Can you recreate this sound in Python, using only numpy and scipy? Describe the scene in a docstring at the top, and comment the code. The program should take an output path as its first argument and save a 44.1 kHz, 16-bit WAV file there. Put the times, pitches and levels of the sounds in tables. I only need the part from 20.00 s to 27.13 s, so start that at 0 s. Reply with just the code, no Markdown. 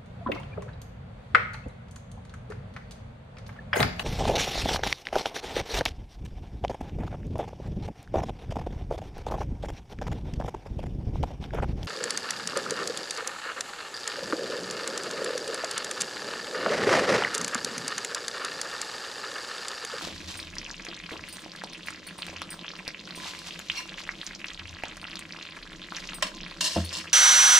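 """A thick sweet paste boils in a pan: steam bubbles burst as short rising cavity tones over a noisy low simmer,
with spits of fat as noise clicks and jolts of the pan. Two glass bangles clink now and then as ringing modes;
midway a cook spoons fat from a jar, stick-slip noise through its resonances. At the end a spatula knocks and
scrapes the pan the same way, and something set down rings the counter. Small hard kitchen, near stereo microphone."""
import sys
import numpy as np
from scipy import signal
from scipy.fft import rfft, irfft, next_fast_len
from scipy.io import wavfile
from scipy.ndimage import uniform_filter1d, map_coordinates

SR = 44100
rng = np.random.default_rng(int(sys.argv[2]) if len(sys.argv) > 2 else 0)


def volts_from_db(level):
    """Convert decibel levels to linear amplitude ratios."""
    exponent = np.asarray(level, float) / 20
    return 10 ** exponent


def transcribe(u):
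    """Save the signal u as a 16-bit wav file named by the first command-line argument.

    u: samples, shape (n,) or (channels, n), limited to [-1, 1]; the rate is SR.
    q: integer samples, one column per channel.
    """
    v = np.clip(np.atleast_2d(u).T, -1, 1)
    q = np.round(v * 32767).astype(np.int16)
    wavfile.write(sys.argv[1], SR, q)


N = 314433  # samples

# Levels in the tables are relative; each source may add a gain of its own.


def bursts(start_s, level_db, pitch_hz, cycles):
    """Cavity resonance: a burst bubble rings a few cycles as it shrinks, so its pitch climbs and levels off."""
    t = np.arange(400) / SR
    turns = t * pitch_hz[:, None]
    luck = np.clip(rng.standard_normal((len(start_s), 2)), -2, 2)
    # thick paste damps big bubbles sooner
    life = cycles * np.exp(.3 * luck[:, :1]) * (pitch_hz[:, None] / 3000) ** .75
    # the pitch starts at 0.7 of pitch_hz and ends higher by climb times pitch_hz
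    climb = .7 * np.exp(.2 * luck[:, 1:])
    phase = (.7 + climb) * turns - climb * 4 * (1 - np.exp(-turns / 4))
    onset = 1 - np.exp(-(t / .00026) ** 2)
    fade = np.clip(np.arange(400, 0, -1) / 100, 0, 1)
    ring = np.sin(2 * np.pi * phase) * np.exp(-turns / life) * onset * fade
    return scattered(start_s, volts_from_db(level_db + 4.5)[:, None] * ring, pan_db=1.5)


# droplets of fat spitting: start_s, level_db
SPITS = [(0.024, -42), (0.5541, -41.5), (0.5835, -44.5), (1.1171, -52), (0.851, -40), (1.369, -36.5),
         (1.5615, -46), (1.6382, -40), (1.8836, -47), (1.9053, -38.5), (2.2666, -39), (2.4184, -36),
         (2.8786, -36.5), (3.3903, -38), (3.4727, -41), (3.5925, -35.5), (4.2744, -40), (4.459, -50),
         (4.7102, -50), (4.8364, -44), (4.9696, -39), (5.1559, -44), (5.1925, -37.5)]


def spits(tiny_s):
    """Impulsive radiation: each droplet gives a click of noise dying within milliseconds."""
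    tiny_db = -53 - 18 * np.sqrt(rng.uniform(size=len(tiny_s)))
    start_s, level_db = np.transpose(np.r_[SPITS, np.c_[tiny_s, tiny_db]])
    noise = uniform_filter1d(rng.standard_normal((len(start_s), 120)), size=3)
    click = noise * np.exp(-np.arange(120) / SR / .0005)
    return scattered(start_s, volts_from_db(level_db + 18)[:, None] * click, pan_db=-0.5)


# the loudest bursting bubbles: start_s, level_db, pitch_hz (nominal, as the pitch climbs)
POPS = [(0.011, -24, 1510), (0.0727, -27, 675), (0.103, -31.5, 3020), (0.392, -25.5, 2060),
        (0.4001, -22.5, 4060), (0.428, -25, 3900), (0.5837, -18, 5200), (0.615, -29, 2440),
        (0.6505, -24.5, 3400), (0.7123, -23, 5240), (0.743, -27, 2580), (0.867, -21, 2340),
        (0.8867, -27, 4160), (0.9137, -29, 2620), (0.9335, -28, 3250), (0.9842, -35, 2640),
        (1.0912, -29.5, 1510), (1.1086, -26.5, 2210), (1.1167, -31.5, 494), (1.1669, -28, 2860),
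        (1.2385, -25, 2550), (1.3928, -31, 3400), (1.4618, -31, 850), (1.6187, -26.5, 1680),
        (1.6374, -26, 910), (1.733, -28, 3770), (1.8725, -25, 2500), (1.8843, -19.5, 2050),
        (1.9053, -24, 1450), (2.188, -30.5, 1040), (2.2946, -31.5, 694), (2.3293, -31, 1000),
        (2.2214, -19, 4080), (2.2292, -21.5, 2520), (2.3626, -25.5, 2800), (2.4182, -21, 1186),
        (2.43, -35, 3840), (2.5922, -24.5, 3825), (2.6123, -30, 3700), (2.664, -28, 3180),
        (2.681, -22, 3240), (2.736, -29.5, 1420), (2.8697, -25, 2280), (2.879, -14, 4630),
        (2.888, -28, 2100), (2.946, -21.5, 2570), (2.994, -25, 3430), (3.054, -28, 4800),
        (3.1076, -25, 4070), (3.1484, -28, 2500), (3.2447, -25, 3770), (3.266, -25.5, 2640),
        (3.5082, -25, 3050), (3.6992, -13.5, 2730), (3.717, -25, 4230), (3.893, -27, 3450),
        (3.9769, -25, 2730), (3.9826, -25.5, 2250), (4.091, -15, 2120), (4.2143, -21, 3570),
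        (4.2657, -20.5, 5300), (4.3093, -29, 1980), (4.4436, -17, 2430), (4.5035, -23.5, 3140),
        (4.5454, -29, 3540), (4.596, -24.5, 2540), (4.729, -30.5, 2550), (4.8365, -23.5, 890),
        (4.8358, -17.5, 2590), (4.845, -31, 3030), (4.8918, -34, 1390), (5.0154, -25.5, 4170),
        (5.042, -23.5, 2700), (5.1313, -25, 2670), (5.1555, -25, 3640), (5.191, -33, 2800),
        (5.2532, -24.5, 2400), (5.3076, -28, 2290), (5.3233, -24.5, 4400), (5.3646, -31, 2350),
        (5.4274, -24, 3720), (5.4527, -32, 1600), (5.523, -27.5, 2470), (5.6754, -35, 3400),
        (5.8173, -27, 3370), (5.922, -21.5, 1510), (5.948, -26, 3670), (5.9663, -22, 5340),
        (6.0031, -28, 4400), (6.073, -28.5, 4300), (6.0895, -26.5, 2560), (6.1333, -23, 3530),
        (6.3697, -30.5, 3830), (6.405, -26, 2730), (6.4328, -23, 3680), (6.4638, -25.5, 2380),
        (6.8922, -24.5, 4560), (6.952, -23, 3600), (7.001, -25.5, 2570), (7.08, -28, 3030)]


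def bubbles(count=2400, middling=520, clumped=300):
    """Random point process: big pops at set times, middling and small ones by chance, some in clumps, and spits."""
    luck = rng.uniform(size=(count, 2))
    pitch_hz = np.clip(3100 * np.exp(0.49 * rng.standard_normal(count)), 300, 8500)
    # the smallest, highest bubbles are the faintest
    level_db = -30.5 - 14 * np.sqrt(luck[:, 1]) - 9 * np.clip(np.log2(pitch_hz / 4000), 0, 2)
    level_db[:middling] = -27 - 10 * luck[:middling, 1]
    scatter = .36 * np.clip(rng.standard_normal(middling), -4, 1.5)
    pitch_hz[:middling] = 3040 * np.exp(scatter)
    random_s = luck[:, 0] * N / SR
    start_s = random_s.copy()
    # a big pop sets off neighbours, which burst soon after it
    leader_s = np.array(POPS)[(luck[:clumped, 0] * len(POPS)).astype(int), 0]
    delay_s = .006 + .05 * rng.exponential(size=clumped)
    start_s[:clumped] = np.minimum(leader_s + delay_s, N / SR)
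    pops = bursts(start_s, level_db, pitch_hz, cycles=2.0) + bursts(*np.transpose(POPS), cycles=2.4)
    return pops + spits(tiny_s=random_s[::4])


# spatula on the pan: start_s, level_db, decay_s (contact, 60 dB)
KNOCKS = [(6.2244, -9.5, 0.017), (6.226, -27, 0.25), (6.267, -34, 0.077), (6.6078, -17, 0.018),
          (6.927, -29, 0.017)]
# resonances of the pan: frequency_hz, width_hz, level_db
PAN = [(630, 40, -2), (1000, 40, 3), (1860, 60, -3), (2765, 32, 4), (3060, 60, -10), (3850, 50, 1),
       (4330, 50, -3), (4500, 60, 1), (5190, 50, 0), (5450, 50, -2), (5770, 70, -8), (7400, 80, -9),
       (7950, 120, -8)]


def knocks():
    """Impact excitation: brief contact noise drives the pan; wood is a soft hammer and dulls the treble."""
    force = decays(KNOCKS)
    blows = rubbed(force, PAN, broad=(2800, 4500, -8), gritty_db=0)
    return filtered(blows, lambda hz: 1 / (1 + 1j * hz / 3500))


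# spatula along the pan: peak_s, level_db, rise_s (20 dB), fall_s (20 dB)
SLIDES = [(6.608, -21, .0006, .11), (6.662, -21, .04, .05), (6.72, -34.5, .04, .24),
          (6.928, -31.5, .0006, .12), (6.975, -33.5, .05, .06)]


def slides():
    """Stick-slip friction: grit drives the pan, and a light slide wakes the upper modes."""
    slide = rubbed(swells(SLIDES), PAN, broad=(4600, 3200, -6), gritty_db=3)
    return filtered(slide, lambda hz: 1j * hz / (2500 + 1j * hz) / (1 + 1j * hz / 9000) ** 2)


# spoon on the jar wall: peak_s, level_db, rise_s (20 dB), fall_s (20 dB)
WALL_STROKES = [(3.175, -45, .004, 0.073), (3.33, -52, 0.46, .12), (3.8, -40, .03, 0.017)]
# spoon over the jar rim: peak_s, level_db, rise_s (20 dB), fall_s (20 dB)
RIM_STROKES = [(3.3, -53.5, .3, 1), (3.775, -32, 0.033, 0.078)]
# resonances of the jar wall: frequency_hz, width_hz, level_db
JAR_WALL = [(1017, 20, 1), (1230, 25, -25), (1510, 31, -23)]
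# resonances of the jar rim: frequency_hz, width_hz, level_db
JAR_RIM = [(2250, 96, 2.5), (2784, 64, 6), (4250, 87, -1.5), (5670, 95, -1.5)]


def spoon_in_jar():
    """Stick-slip friction: the strokes of the spoon excite the jar's wall and rim."""
    wall = rubbed(swells(WALL_STROKES), JAR_WALL, broad=(3000, 4000, -30), gritty_db=6.0)
    rim = rubbed(swells(RIM_STROKES), JAR_RIM, broad=(4200, 5000, -20), gritty_db=0.0)
    return wall + rim


# clinks of each bangle: start_s, level_db, left_minus_right_db
THIN_CLINKS = [(0.3724, -35.5, -1), (1.326, -33, -3), (1.401, -49, -2), (2.1809, -40, -1.0),
               (2.504, -31, -1), (2.7761, -52, -2), (3.1552, -39, -3), (5.0126, -50.5, -5),
               (6.1434, -32, 1)]
WIDE_CLINKS = [(1.2869, -38.5, 3), (1.7279, -48.5, 4), (1.8617, -41.5, 1), (2.0687, -37.5, 1),
               (4.2418, -47, 3), (6.8473, -33, 5)]
# modes of each bangle: frequency_hz, level_db, decay_s (60 dB)
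THIN_BANGLE = [(4870, -12.5, 0.14), (8280, -10, 0.16), (9200, -3, 0.13), (13160, -10, .1),
               (14750, -8, 0.15)]
WIDE_BANGLE = [(4409, -4, 0.13), (9620, 1.5, 0.13), (8400, -8, 0.045), (13440, -2, 0.069),
               (15400, -1, 0.044)]


def bangles():
    """Modal vibration: glass on glass rings the high modes of a thin and a wide bangle."""
    thin = struck(THIN_CLINKS, THIN_BANGLE, gain_db=-0.5, crack_db=-8, crack_s=0.047, attack_s=0.00024)
    wide = struck(WIDE_CLINKS, WIDE_BANGLE, gain_db=-2, crack_db=1, crack_s=.012, attack_s=0.00023)
    return thin + wide


# something set down on the counter: start_s, level_db
THUDS = [(6.7605, -16.5), (6.783, -27.5)]
# modes of the counter: frequency_hz, level_db, decay_s (60 dB)
COUNTER = [(84, -1.5, 0.32), (175, -4, 0.18), (214, -4.5, 0.15), (284, -15.5, .2), (326.5, -4.5, 0.12),
           (430, -18, 0.096), (532, -3, .07), (636, -6, 0.11), (680, -5, .13), (885, -7.5, 0.045)]
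# resonances of the pan on its stand: frequency_hz, width_hz, level_db
PAN_ON_STAND = [(175.5, 22, 5.5), (238, 15, -12), (249.6, 5.4, -6), (328.2, 32, 1), (596, 16, -8.5),
                (634, 72, -11.5), (1033, 19, -6.5)]


def set_down():
    """Structure-borne sound: a weight set down rings the counter's modes and shakes the pan on its stand."""
    ring = struck(THUDS, COUNTER, gain_db=-0.5, crack_db=-30, crack_s=.03, attack_s=0.0014)
    shake = decays([(start_s, level_db - 15.5, 0.14) for start_s, level_db in THUDS])
    return ring + rubbed(shake, PAN_ON_STAND, broad=(550, 600, -6), gritty_db=-2.0)


# heavy bubbles jolting the pan: start_s, level_db, decay_s (60 dB)
PLOPS = [(0.022, -37, 0.11), (0.081, -38, 0.18), (0.884, -42, .12), (1.117, -36.5, 0.23),
         (2.33, -43, 0.099), (3.175, -47, 0.092)]


def plops():
    """Forced vibration: heavy bubbles jolt the upper resonances of the pan on its stand."""
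    return rubbed(decays(PLOPS), PAN_ON_STAND[3:], broad=(420, 300, -3), gritty_db=-0.5)


# course of the simmer: time_s, fizz_db, boil_db
SIMMER = [(0.0, -44.5, -49.5), (0.87, -45.5, -51.5), (2.2, -45.5, -51), (3.37, -43.5, -52),
          (4.81, -50, -53), (6.93, -41.5, -49.5), (7.13, -46, -52)]
# spectrum of the surface fizz: frequency_hz, level_db (per Hz)
FIZZ = [(240, -14), (400, 9), (570, 12), (801, -37), (1030, -14), (1290, -7.5), (3690, 2), (7630, -13),
        (12300, -95.5), (16000, -72)]


def simmer():
    """Filtered noise: the surface fizzes with a flickering level, and boiling excites the pan bottom."""
    fizz_db, boil_db = curves(SIMMER)
    flicker_db = 1.5 * wobble(40) + 3.5 * wobble(500)
    fizz = volts_from_db(fizz_db - 12.0 + flicker_db) * rush(lambda hz: volts_from_db(along(FIZZ, hz)))
    boil = volts_from_db(boil_db + 0.5 + 2.3 * wobble(38)) * rush(resonances(PAN_ON_STAND))
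    return fizz + boil


# rustling near the pan: peak_s, level_db, rise_s (20 dB), fall_s (20 dB)
RUSTLES = [(.04, -40.5, .5, 0.21), (.28, -45, 0.028, 0.28), (.36, -46, 0.2, 0.033),
           (1.095, -50, 0.0045, 0.069), (1.3, -55, 0.1, .3), (1.88, -43.5, 0.042, 0.072),
           (2.28, -52.5, .2, 0.092), (3.26, -37, 0.079, 0.17), (3.48, -43, 0.062, 0.049),
           (3.79, -45, 0.31, 0.089), (4.0, -39, 0.022, 0.022), (4.26, -53.5, 0.19, 0.11),
           (5.97, -49, 0.06, .25), (6.8, -41.5, .15, 0.067), (6.98, -41.5, 0.12, 0.058)]
# spectrum of the rustle: frequency_hz, level_db (per Hz)
RUSTLE = [(410, -41), (700, -11.5), (1230, -6.5), (1350, -10.5), (3940, -2), (6070, -8.5), (7110, -10.5),
          (9110, -19.5), (12300, -20.5), (16000, -36)]


def rustle():
    """Amplitude-modulated noise: the cook rustles in grainy swells above a faint floor."""
    grain_db = 1.5 * wobble(80) + 2.5 * wobble(600)
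    loudness = volts_from_db(-58) + swells(RUSTLES)
    return loudness * volts_from_db(grain_db) * rush(lambda hz: volts_from_db(along(RUSTLE, hz)))


# hum of the counter: peak_s, level_db, rise_s (20 dB), fall_s (20 dB)
HUMS = [(.3, -50, 0.75, 0.62), (1.18, -53, 0.19, .3), (2.0, -56, .25, .5), (2.42, -62, .3, .2),
        (3.35, -59, 0.82, 1.5), (4.68, -50, 0.17, 0.32), (5.4, -62, 1, 0.9), (7.1, -55.5, 1, 1.2)]


def counter_hum():
    """Narrow-band resonance: noise through a double resonance at 84 Hz hums in the counter."""
    return swells(HUMS) * volts_from_db(2.0 * wobble(8)) * rush(lambda hz: resonances([(84, 22, 0)])(hz) ** 2)


# deep rumble: peak_s, level_db, rise_s (20 dB), fall_s (20 dB)
RUMBLES = [(.7, -55.5, 2, 1), (1.6, -68, 1, 1), (2.8, -67, 2.3, 3.4), (4.1, -61, 1.6, 1),
           (4.55, -53, 0.41, .08), (5.08, -53.5, .5, 0.27), (5.6, -57, .1, .8), (6.04, -52, .15, 0.43),
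           (6.45, -53, .5, .5)]


def rumble():
    """Narrow-band resonance: a deep rumble through the counter, at 31 Hz, comes and goes."""
    return swells(RUMBLES) * volts_from_db(1.6 * wobble(5)) * rush(lambda hz: resonances([(31, 14, 0)])(hz) ** 2)


# reverberation of the room: frequency_hz, decay_s (60 dB)
KITCHEN = [(200, 0.53), (2000, 0.14), (10000, 0.067)]


def kitchen(x):
    """Reverberation: the pan wall answers within milliseconds; the room dies at its own speed per frequency."""
    hz, t, noise = signal.stft(rng.standard_normal((2, N)), SR, nperseg=256)
    fading = noise * volts_from_db(-60 * t / along(KITCHEN, hz)[:, None])
    tail = signal.istft(fading, SR, nperseg=256)[1][:, :N]
    tail = widened(tail, lambda hz: hz / (hz + 400))[:, :SR // 2]
    tail = volts_from_db(-10.5) * np.pad(tail / np.linalg.norm(tail[0]), ((0, 0), (200, 0)))  # 200 samples late
    for left_s, right_s, level_db in [(.0019, 0.0012, -17.5), (.0036, 0.003, -9.5), (.0062, .0068, -17)]:
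        tail[[0, 1], [round(left_s * SR), round(right_s * SR)]] += volts_from_db(level_db)
    return signal.fftconvolve(x, tail, axes=1)[:, :N]


def struck(blows, modes, gain_db, crack_db, crack_s, attack_s):
    """Modal synthesis: every blow rings the modes at new strengths, along with a short crack of noise."""
    out, t = np.zeros((2, N + SR)), np.arange(SR // 2) / SR
    for start_s, blow_db, *balance_db in blows:
        ring = np.zeros(len(t))
        for hz, level_db, decay_s in modes:
            envelope = volts_from_db(level_db + rng.normal(0, 1.2) - 60 * t / decay_s)
            onset = 1 - np.exp(-t / (attack_s + (12 / hz) ** 2))  # low modes are slow to start
            ring += envelope * np.sin(2 * np.pi * hz * t) * onset
        noise = uniform_filter1d(rng.standard_normal(len(t)), size=3)
        crack = volts_from_db(crack_db - 60 * t / crack_s) * noise
        sides = volts_from_db(np.sum(balance_db) / 2 * np.array([[1], [-1]]))
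        out[:, round(start_s * SR):][:, :len(t)] += volts_from_db(blow_db + gain_db) * sides * (ring + crack)
    return out[:, :N]


def rubbed(force, body, broad, gritty_db):
    """Source and filter: grit under a force, heard through the body and directly as one broad band."""
    response = lambda hz: resonances(body)(hz) + resonances([broad])(hz)
    grit = rng.standard_normal((2, N)) * volts_from_db(gritty_db * np.clip(wobble(400), -2, 2))
    loudness = np.std(filtered(grit, response))
    return widened(force * grit, response) / loudness


def resonances(peaks):
    """Linear resonance: the causal response of (Hz, width Hz, dB) peaks, with alternating signs."""
    def response(hz):
        total = 0
        for k, (centre, width, level_db) in enumerate(peaks):
            damping = 1j * hz * width
            total = total + (-1) ** k * volts_from_db(level_db) * damping / (centre * centre - hz * hz + damping)
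        return total
    return response


def rush(response):
    """Spectral shaping: coloured stereo noise of rms 1."""
    return unit(widened(rng.standard_normal((2, N)), response))


# stereo width: frequency_hz, left-right likeness (correlation)
ALIKE = [(40, 0.96), (500, 0.9), (3000, 0.53), (12000, 1)]


def widened(pair, response):
    """Interchannel coherence: two noises become a coloured left and right, as alike as ALIKE says."""
    turn = lambda hz: np.arccos(np.clip(along(ALIKE, hz), -1, 1)) / 2
    mid, side = filtered(pair, lambda hz: response(hz) * [np.cos(turn(hz)), np.sin(turn(hz))])
    return np.array([mid + side, mid - side])


def scattered(start_s, grains, pan_db):
    """Superposition: short sounds summed at their times, each at its own place on the surface."""
    at = (np.round(start_s * SR).astype(int)[:, None] + np.arange(grains.shape[1])).ravel()
    place_db = -.6 + pan_db * rng.standard_normal((len(start_s), 1))
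    sides = [(grains * volts_from_db(sign * place_db / 2)).ravel() for sign in (1, -1)]
    return np.array([np.bincount(at, side, N + SR)[:N] for side in sides])


def decays(rows):
    """Exponential decay: each (start s, dB, 60 dB decay s) row starts at once and dies straight in dB."""
    t = np.arange(N) / SR
    return sum((t >= s) * volts_from_db(db - 60 * np.abs(t - s) / decay_s) for s, db, decay_s in rows)


def swells(rows):
    """Exponential envelope: each row rises to its peak and falls away, straight in dB."""
    t = np.arange(N) / SR
    return sum(volts_from_db(db - 20 * np.where(t < s, (s - t) / rise_s, (t - s) / fall_s))
               for s, db, rise_s, fall_s in rows)


def curves(rows):
    """Linear interpolation: one value per sample for each column after the time; -120 outside."""
    s, *columns = np.transpose(rows)
    return [np.interp(np.arange(N) / SR, s, c, left=-120, right=-120) for c in columns]


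def wobble(rate):
    """Random modulation: a smooth random curve with rate knots a second."""
    return map_coordinates(rng.standard_normal(int(N * rate / SR) + 4), [np.arange(N) * rate / SR])


def filtered(x, response):
    """Linear filtering: the spectrum of x times a complex response of frequency."""
    m = next_fast_len(N + SR // 2)
    return irfft(rfft(x, m) * response(np.fft.rfftfreq(m, 1 / SR)), m)[..., :N]


def along(points, hz):
    """Logarithmic interpolation: (Hz, value) points on a log frequency axis."""
    f, v = np.transpose(points)
    return np.interp(np.log(hz + 1), np.log(f + 1), v)


def unit(x):
    """Normalization: x scaled to rms 1."""
    return x / np.sqrt(np.mean(x ** 2) + 1e-20)


def scene():
    """Superposition: all sources, with the room on the near ones, and a small arrival-time difference."""
    near = bubbles() + knocks() + slides() + spoon_in_jar() + bangles()
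    mix = near + kitchen(near) + set_down() + plops() + simmer() + rustle() + counter_hum() + rumble()
    # the pan is a little nearer the right port: left 8 microseconds later, right 8 earlier
    delay_s = .000008 * np.array([[1], [-1]])
    return filtered(mix, lambda hz: np.exp(-2j * np.pi * hz * delay_s))


def top_cut(x):
    """Nothing passes above the cut-off."""
    return signal.sosfilt(signal.butter(12, 16470, fs=SR, output="sos"), x)


# treble roll-off of the microphone: frequency_hz, level_db
MICROPHONE = [(20, 0), (9000, 0), (13000, -5), (15700, -10), (15900, -60)]


def record(dry):
    """Frequency response: the microphone rolls off the treble."""
    mix = filtered(dry, lambda hz: volts_from_db(along(MICROPHONE, hz)))
    return top_cut(mix)


dry = scene()
out = record(dry)
transcribe(out)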